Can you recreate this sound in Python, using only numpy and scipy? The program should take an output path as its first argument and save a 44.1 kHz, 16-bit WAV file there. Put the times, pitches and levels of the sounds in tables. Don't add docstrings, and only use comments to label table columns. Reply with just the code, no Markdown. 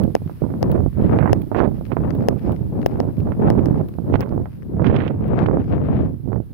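import sys
import numpy as np
from scipy import signal
from scipy.fft import rfft, irfft, next_fast_len
from scipy.io import wavfile
from scipy.ndimage import uniform_filter1d

SR = 44100
rng = np.random.default_rng(int(sys.argv[2]) if len(sys.argv) > 2 else 0)


def wav_record(signal):
    frames = np.transpose(np.atleast_2d(signal))
    bounded = np.clip(frames, -1, 1)
    quanta = np.round(bounded * 32767).astype(np.int16)
    wavfile.write(sys.argv[1], SR, quanta)


N = 288017
T = np.arange(N) / SR
SLOW_T = np.arange(0, N / SR, .001)

# time in seconds, relative peak in dB, eddy corner in Hz,
# wake from 0 (one clean pop) to 1.
SLAPS = [(0.077, -9, 320, 0.55), (0.164, -17.5, 530, 0.34), (0.218, -21, 376, 0), (0.295, -21.5, 720, 0.44),
         (0.419, -9, 320, 0.3), (0.438, -15.5, 500, 1), (0.464, -15.5, 440, .3), (0.538, -22.5, 805, 0),
         (0.776, -16, 600, 0.4), (0.861, -7.5, 384, 0.24), (1.021, -5.5, 230, 0.07), (1.043, -7, 258, 0.16),
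         (1.187, -8.5, 600, 0.7), (1.225, -10, 855, 0.5), (1.257, -8.5, 800, 0.8), (1.275, -10, 770, 0.8),
         (1.294, -13, 920, 0.8), (1.515, -11, 630, 0.9), (1.546, -11.5, 1070, 1), (1.602, -3.5, 764, 1),
         (1.632, -4.5, 500, 0.15), (1.675, -7, 300, 0.47), (1.81, -19, 500, 0.34),
         (1.917, -13.5, 1040, 0.64), (1.967, -7, 800, 0.45), (2.358, -14, 250, 0.1), (2.494, -9.5, 494, 0),
         (3.051, -14.5, 374, 0), (3.269, -18.5, 615, 0.1), (3.319, -19.5, 1130, 0.47),
         (3.393, -26, 520, .3), (3.446, -9.5, 417, 0.35), (3.576, -11, 516, 1), (3.709, -9, 330, 0),
         (3.985, -16.5, 560, 0.14), (4.123, -7.5, 340, 1), (4.14, -4.5, 674, 0.3), (4.148, -7.5, 228, 0.74),
         (4.155, -8, 910, 0.28), (4.272, -22.5, 600, 0.3), (4.323, -15, 550, 0.2), (4.361, -10, 300, 0.05),
         (4.377, -12.5, 524, 0), (4.456, -23, 900, 0.5), (4.795, -13, 625, 1), (4.843, -11, 1200, 0.8),
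         (4.898, -11.5, 550, 0), (4.926, -12, 480, 0.5), (5.459, -12.5, 950, 0.25), (5.485, -11, 730, 0.55),
         (5.511, -14.5, 810, 0.1), (5.57, -9, 634, 0), (6.275, -15, 325, 0), (6.318, -20, 550, 1),
         (6.329, -17, 840, 0), (6.358, -18, 610, 0.34), (6.401, -13.5, 322, 0.28)]
# frequency in Hz, level in dB.
RUB_COLOUR = [(300, -13), (1000, 10), (2500, 4), (3800, -9), (5300, -6), (6800, -22.5), (14000, -28.5)]


def airflow(port, calm_db, calm_hz=190, eddy_power=0.4):
    gusts = {"left": [(-0.001, 0.046, 0.097, -25.5, 353), (0.23, 0.055, 0.093, -29.5, 130),
             (0.54, 0.072, 0.1, -26.5, 290), (0.685, 0.095, 0.079, -17.5, 550),
             (0.787, 0.036, 0.1, -24, 330), (1.026, 0.053, 0.073, -19.5, 597),
             (1.137, 0.05, 0.044, -15, 766), (1.345, 0.17, 0.072, -22.5, 266),
             (1.605, 0.13, 0.32, -29.5, 333), (2.062, 0.052, 0.062, -19, 730),
             (2.17, 0.026, 0.12, -21, 490), (2.306, 0.11, 0.034, -27, 543), (2.5, 0.086, 0.064, -23.5, 644),
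             (2.65, 0.12, 0.046, -29.5, 375), (2.814, 0.12, 0.069, -19.5, 404),
             (2.963, 0.15, 0.19, -25, 583), (3.275, 0.099, 0.056, -22, 367),
             (3.455, 0.065, 0.074, -16, 616), (3.73, 0.48, 0.15, -21.5, 480),
             (4.092, 0.042, 0.078, -20, 418), (4.2, 0.048, 0.039, -21, 368), (4.371, 0.093, 0.11, -25, 402),
             (4.83, 0.17, 0.065, -23, 395), (4.926, 0.043, 0.14, -18.5, 400),
             (5.2, 0.098, 0.042, -23.5, 454), (5.346, 0.099, 0.02, -15.5, 586),
             (5.408, 0.039, 0.041, -15.5, 900), (5.581, 0.13, 0.062, -20.5, 610),
             (5.745, 0.056, 0.038, -17, 595), (5.997, 0.31, 0.088, -17, 520)],
             "right": [(0.026, 0.096, 0.043, -13.5, 360), (0.091, 0.041, 0.06, -21, 229),
             (0.265, 0.057, 0.05, -24, 236), (0.436, 0.022, 0.03, -15.5, 356),
             (0.511, 0.046, 0.081, -24, 450), (0.772, 0.13, 0.073, -14, 397),
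             (0.875, 0.034, 0.018, -9, 185), (1.015, 0.052, 0.18, -14, 278),
             (1.205, 0.031, 0.16, -13.5, 150), (1.24, 0.19, 0.15, -16, 580),
             (1.377, 0.041, 0.068, -26.5, 470), (1.61, 0.062, 0.072, -13.5, 730),
             (1.696, 0.021, 0.12, -20.5, 276), (1.925, 0.049, 0.021, -19.5, 360),
             (1.986, 0.031, 0.12, -17, 266), (2.202, 0.11, 0.092, -18, 380),
             (2.297, 0.0073, 0.074, -17, 454), (2.493, 0.061, 0.055, -16, 384),
             (2.625, 0.055, 0.068, -19.5, 196), (2.78, 0.074, 0.088, -23, 347),
             (2.989, 0.079, 0.082, -19.5, 423), (3.093, 0.035, 0.024, -18.5, 313),
             (3.204, 0.032, 0.04, -15.5, 267), (3.298, 0.057, 0.041, -18.5, 466),
             (3.473, 0.085, 0.11, -12.5, 440), (3.59, 0.041, 0.023, -13.5, 425),
             (3.69, 0.1, 0.048, -13.5, 330), (3.785, 0.063, 0.062, -16.5, 390),
             (3.976, 0.0091, 0.092, -20, 170), (4.146, 0.024, 0.023, -5.5, 216),
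             (4.229, 0.21, 0.067, -24, 690), (4.345, 0.056, 0.087, -17.5, 338),
             (4.749, 0.0094, 0.033, -18.5, 234), (4.866, 0.093, 0.12, -13, 480),
             (4.885, 0.014, 0.019, -8, 150), (5.012, 0.14, 0.16, -20.5, 490),
             (5.322, 0.26, 0.11, -20.5, 287), (5.513, 0.16, 0.11, -14, 376),
             (5.763, 0.091, 0.067, -19, 316), (5.951, 0.13, 0.17, -17, 273),
             (6.346, 0.085, 0.06, -17, 310)]}
    power = undb(calm_db) ** 2
    brightness = power * calm_hz ** 2
    for crest_s, rise_s, fall_s, db, corner_hz in gusts[port]:
        shape = swell(crest_s, rise_s, fall_s)
        gust_power = (undb(db) * shape) ** 2
        power = power + gust_power
        brightness = brightness + gust_power * (corner_hz * shape ** eddy_power) ** 2
    return np.interp(T, SLOW_T, np.sqrt(power)), np.interp(T, SLOW_T, np.sqrt(brightness / power))


def wind(port, calm_db, gain_db, corner_scale, tear, sputter, tear_db, sputter_db):
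    strength, corner = airflow(port, calm_db)
    tear_hz, sputter_hz = 220, 55
    fast, slow = flutter(tear_hz), flutter(sputter_hz)
    slow = np.tanh(unit(slow - uniform_filter1d(slow, int(2 * SR / sputter_hz))))
    corner_hz = corner_scale * corner * np.exp(tear * fast + sputter * slow)
    size = next_fast_len(N)
    spectrum = churn(size)
    half_octave = 2 * np.log2(np.fft.rfftfreq(size, 1 / SR) + 1)
    pressure = np.zeros(N)
    for k in range(9, 27):
        band = irfft(spectrum * np.maximum(1 - abs(half_octave - k), 0), size)[:N]
        pressure += band * eddies(2 ** (k / 2), corner_hz)
    pressure *= undb(tear_db * fast + sputter_db * slow)
    low_cut = signal.butter(3, 80, "high", fs=SR, output="sos")
    return steady(signal.sosfilt(low_cut, pressure), span_s=0.076) * strength * undb(gain_db)


def churn(size, puff_rate=120, puff_share=0.36, puff_hz=300):
    onsets = rng.random(size) < puff_rate / SR
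    puffs = unit(onsets * rng.choice([-1, 1], size) * rng.uniform(0.51, 1, size))
    hz = np.fft.rfftfreq(size, 1 / SR)
    share = puff_share * hz ** 2 / (hz ** 2 + puff_hz ** 2)
    return np.sqrt(1 - share) * rfft(rng.standard_normal(size)) + np.sqrt(share) * rfft(puffs)


def eddies(hz, corner_hz, steepness=1.65, lean_hz=300, port_hz=3700):
    port_gain = (1 + (hz / port_hz) ** 6) ** -.5
    return port_gain * (1 + (hz / lean_hz) ** 2) ** -.125 * (1 + (hz / corner_hz) ** 2) ** -steepness


def slaps(gain_db=3.5, corner_share=0.44, port_hz=3800, lead_s=0.00302, wake_s=0.014):
    out, t = np.zeros(N), T[:SR // 10]
    port = signal.butter(6, port_hz, fs=SR, output="sos")
    for s, db, corner_hz, wake in SLAPS:
        passage = 2 * np.pi * corner_share * corner_hz * (t - lead_s)
        pulse = -passage / (1 + passage ** 2) ** 2 * np.minimum(t / lead_s, 1)
        hits = wake * rng.standard_normal(len(t)) * np.exp(-t / wake_s) * np.sqrt(2 / (wake_s * SR))
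        hits[0] += 1
        slap = signal.sosfilt(port, signal.fftconvolve(hits, pulse)[:len(t)])
        add(out, s - lead_s / 2, slap / np.max(abs(slap)) * undb(db + gain_db))
    return out


def shelter(depth_db=-6, reach_s=0.0036, ahead_s=0.004):
    nearness = np.max([np.exp(-((SLOW_T - s + ahead_s) / reach_s) ** 2) for s, *_ in SLAPS], axis=0)
    return np.interp(T, SLOW_T, undb(depth_db * nearness))


def rasp(port, gain_db, grain_rate, spread_db, rush_db):
    # frequency in Hz, level in dB.
    colour = [(600, 7.5), (1500, 6), (2600, -2), (3600, -11.5), (4800, -19.5), (6500, -29.5), (12000, -40)]
    spells = {"left": [(1.075, 0.1, 0.049, -53, 4380), (5.29, 0.063, 0.055, -51.5, 4500),
              (5.408, 0.037, 0.034, -41, 9100), (5.605, 0.018, 0.017, -49.5, 4480),
              (5.733, 0.023, 0.027, -47, 5630), (5.985, 0.16, 0.066, -50, 4800)],
              "right": [(1.255, 0.082, 0.054, -29, 2400), (1.592, 0.021, 0.012, -25.5, 6800),
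              (1.922, 0.0061, 0.0057, -29, 4800), (3.475, 0.035, 0.011, -39, 3800),
              (3.592, 0.0074, 0.0087, -35, 4000), (4.148, 0.014, 0.0084, -27, 4180),
              (4.229, 0.017, 0.0061, -27, 3520), (4.87, 0.017, 0.025, -28, 5500),
              (4.995, 0.084, 0.07, -28.5, 4000)]}
    torn, out = crackle(colour, grain_rate, spread_db, rush_db), np.zeros(N)
    for crest_s, rise_s, fall_s, db, edge_hz in spells[port]:
        edge = signal.butter(6, edge_hz, fs=SR, output="sos")
        envelope = np.interp(T, SLOW_T, swell(crest_s, rise_s, fall_s))
        out += undb(db + gain_db) * envelope * signal.sosfilt(edge, torn)
    return out


def cracks():
    # start in seconds, relative level in dB.
    snaps = [(1.187, -24.5), (4.139, -24), (4.156, -25), (4.844, -24.5), (4.866, -20), (4.963, -18.5),
             (5.078, -22), (5.461, -24.5)]
    # frequency in Hz, level in dB.
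    colour = [(600, 11), (1500, 11.5), (3000, 10), (4800, -9.5), (6500, -23.5), (12000, -47)]
    return bursts(snaps, colour, attack_s=0.0005, decay_s=0.0036, sides_db=(-27.5, 0.5))


def knocks(gain_db=3, rise_cycles=0.87, scatter_db=1.5, far_hz=1200, far_lag_s=0.0001):
    # start in seconds, relative level in dB, tilt in dB per octave (more for a sharper hit).
    contacts = [(0.1519, 2.5, 0.7), (0.6283, -2.5, 0.7), (1.3305, 2, 0.86), (2.2855, 2, 1.34),
                (2.8616, 1, 0.9), (3.0023, -3, -0.5), (3.5022, -3, 0.5), (3.658, -12.5, 1.4),
                (4.207, -11, 1.8)]
    # frequency in Hz, relative level in dB, seconds to fall 60 dB.
    case_modes = [(491, 13.5, 0.006), (680, -20, 0.02), (1710, -8, 0.0034), (2720, -19, 0.005),
                  (4500, -32.5, 0.0052), (5020, -18, 0.0033), (5300, -40, 0.017), (10300, -24.5, 0.0017),
                  (13400, -26, 0.0025)]
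    out, t = np.zeros((2, N)), T[:SR // 20]
    dull = signal.butter(2, far_hz, fs=SR, output="sos")
    hz, mode_db, t60 = np.transpose(case_modes)[:, :, None]
    envelopes = np.exp(-np.log(1000) * t / t60) * (1 - np.exp(-t * hz / rise_cycles))
    modes = np.sin(2 * np.pi * hz * t) * envelopes
    octaves = np.log2(hz / hz[0])
    for s, db, tilt_db in contacts:
        spot_db = scatter_db * rng.standard_normal(hz.shape) * np.minimum(octaves, 1)
        ring = np.sum(undb(db + mode_db + tilt_db * octaves + spot_db) * modes, axis=0)
        add(out[0], s, ring)
        add(out[1], s + far_lag_s, -signal.sosfilt(dull, ring))
    return undb(gain_db) * out


def ticks():
    # start in seconds, relative level in dB.
    taps = [(0.0353, -48.5), (0.7158, -45), (1.4182, -50.5), (2.15, -53.5), (2.5202, -50.5), (2.8644, -45),
            (3.1911, -59), (3.8856, -55), (4.2124, -47), (5.2799, -57)]
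    # frequency in Hz, level in dB.
    colour = [(1500, -5), (3200, -7), (4800, -16), (7500, -32), (11000, -12.5), (14000, -16), (15600, 2.5),
              (16500, -16)]
    return bursts(taps, colour, attack_s=0.0001, decay_s=0.0023, sides_db=(11.5, 17))


def scuffs():
    # start in seconds, relative level in dB.
    rubs = [(0.1645, -42), (0.277, -47), (1.361, -51), (1.853, -43), (1.865, -47), (2.1058, -32),
            (2.394, -48), (2.563, -45), (2.817, -39), (2.829, -39.5), (3.169, -49), (3.2036, -44),
            (3.9394, -45), (4.2921, -46.5), (4.457, -48), (4.623, -51), (4.63, -48.5), (5.643, -48)]
    return bursts(rubs, RUB_COLOUR, attack_s=0.0001, decay_s=0.0012, sides_db=(10, -14.5))


def rustle(sides_db=(-2.5, -10)):
    # crest in seconds, half length in seconds, relative level in dB.
    spells = [(0.348, 0.12, -57), (1.77, 0.027, -52.5), (1.88, 0.039, -55), (2.222, 0.017, -49),
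              (2.454, 0.071, -47.5), (2.916, 0.03, -49.5), (3.777, 0.014, -48), (4.539, 0.033, -54),
              (5.674, 0.046, -52)]
    level = np.interp(T, SLOW_T, sum(undb(db) * swell(s, half_s, half_s) for s, half_s, db in spells))
    return level * np.array([undb(db) * crackle(RUB_COLOUR, grain_rate=260, spread_db=5, rush_db=-7)
                             for db in sides_db])


def hiss(sides_db=(6, 8)):
    # frequency in Hz, level in dB.
    colour = [(100, -3), (1000, 10.5), (2200, 1.5), (3500, -1.5), (5200, -4.5), (6500, -11.5), (8200, -9.5),
              (10500, -0.5), (15500, 0), (16200, -17)]
    # time in seconds, relative level in dB.
    noise_floor = [(0.0, -64), (3.35, -66.5), (3.9, -66.5), (4.9, -70.5), (6.53, -70.5)]
    level = undb(np.interp(T, *np.transpose(noise_floor)))
    return level * stereo_noise(colour, N, sides_db)


def bursts(events, colour, attack_s, decay_s, sides_db):
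    out, t = np.zeros((2, N)), T[:SR // 20]
    envelope = (1 - np.exp(-t / attack_s)) * np.exp(-t / decay_s)
    for s, db in events:
        add(out, s, undb(db) * envelope * stereo_noise(colour, len(t), sides_db))
    return out


def crackle(colour, grain_rate, spread_db, rush_db):
    onsets = rng.random(N) < grain_rate / SR
    grains = onsets * rng.choice([-1, 1], N) * undb(spread_db * rng.standard_normal(N))
    rush = undb(rush_db) * rng.standard_normal(N)
    return steady(tint(unit(grains) + rush, colour), span_s=0.087)


def swell(crest_s, rise_s, fall_s, power=2.97, reach=2.83):
    away = np.maximum((crest_s - SLOW_T) / rise_s, (SLOW_T - crest_s) / fall_s)
    return np.exp(-(away / reach) ** power) / (1 + away ** power)


def flutter(rate):
    return unit(smooth(rng.standard_normal(N), int(SR / rate)))


def stereo_noise(colour, size, sides_db):
    return np.array([undb(db) * tint(rng.standard_normal(size), colour) for db in sides_db])


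def tint(x, colour):
    size = next_fast_len(len(x))
    hz, db = np.transpose(colour)
    gain = undb(np.interp(np.log(np.fft.rfftfreq(size, 1 / SR) + 1), np.log(hz), db))
    return unit(irfft(rfft(x, size) * gain, size)[:len(x)])


def steady(x, span_s):
    return x / np.sqrt(np.abs(smooth(x ** 2, int(span_s * SR))) + 1e-12)


def smooth(x, size):
    return uniform_filter1d(uniform_filter1d(x, size), size)


def undb(db):
    return 10 ** (np.asarray(db) / 20)


def unit(x):
    return x / np.sqrt(np.mean(x ** 2))


def add(track, s, sound):
    i = int(s * SR)
    track[..., i:i + sound.shape[-1]] += sound[..., :N - i]


def scene():
    left = wind("left", calm_db=-37, gain_db=0, corner_scale=0.9,
                tear=0.15, sputter=0.033, tear_db=0.1, sputter_db=1.0)
    right = wind("right", calm_db=-34, gain_db=1.36, corner_scale=0.89,
                 tear=0.15, sputter=0.1, tear_db=0.5, sputter_db=1.13)
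    left += rasp("left", gain_db=10, grain_rate=500, spread_db=5.5, rush_db=-6)
    right += rasp("right", gain_db=0, grain_rate=300, spread_db=1, rush_db=-2.5)
    right = shelter() * right + slaps()
    return np.array([left, right]) + cracks() + ticks() + scuffs() + knocks() + rustle() + hiss()


def record(dry):
    rounded = dry / (1 + dry ** 8) ** (1 / 8)
    return signal.sosfilt(signal.ellip(8, .2, 70, 16500, fs=SR, output="sos"), rounded)


dry = scene()
out = record(dry)
wav_record(out)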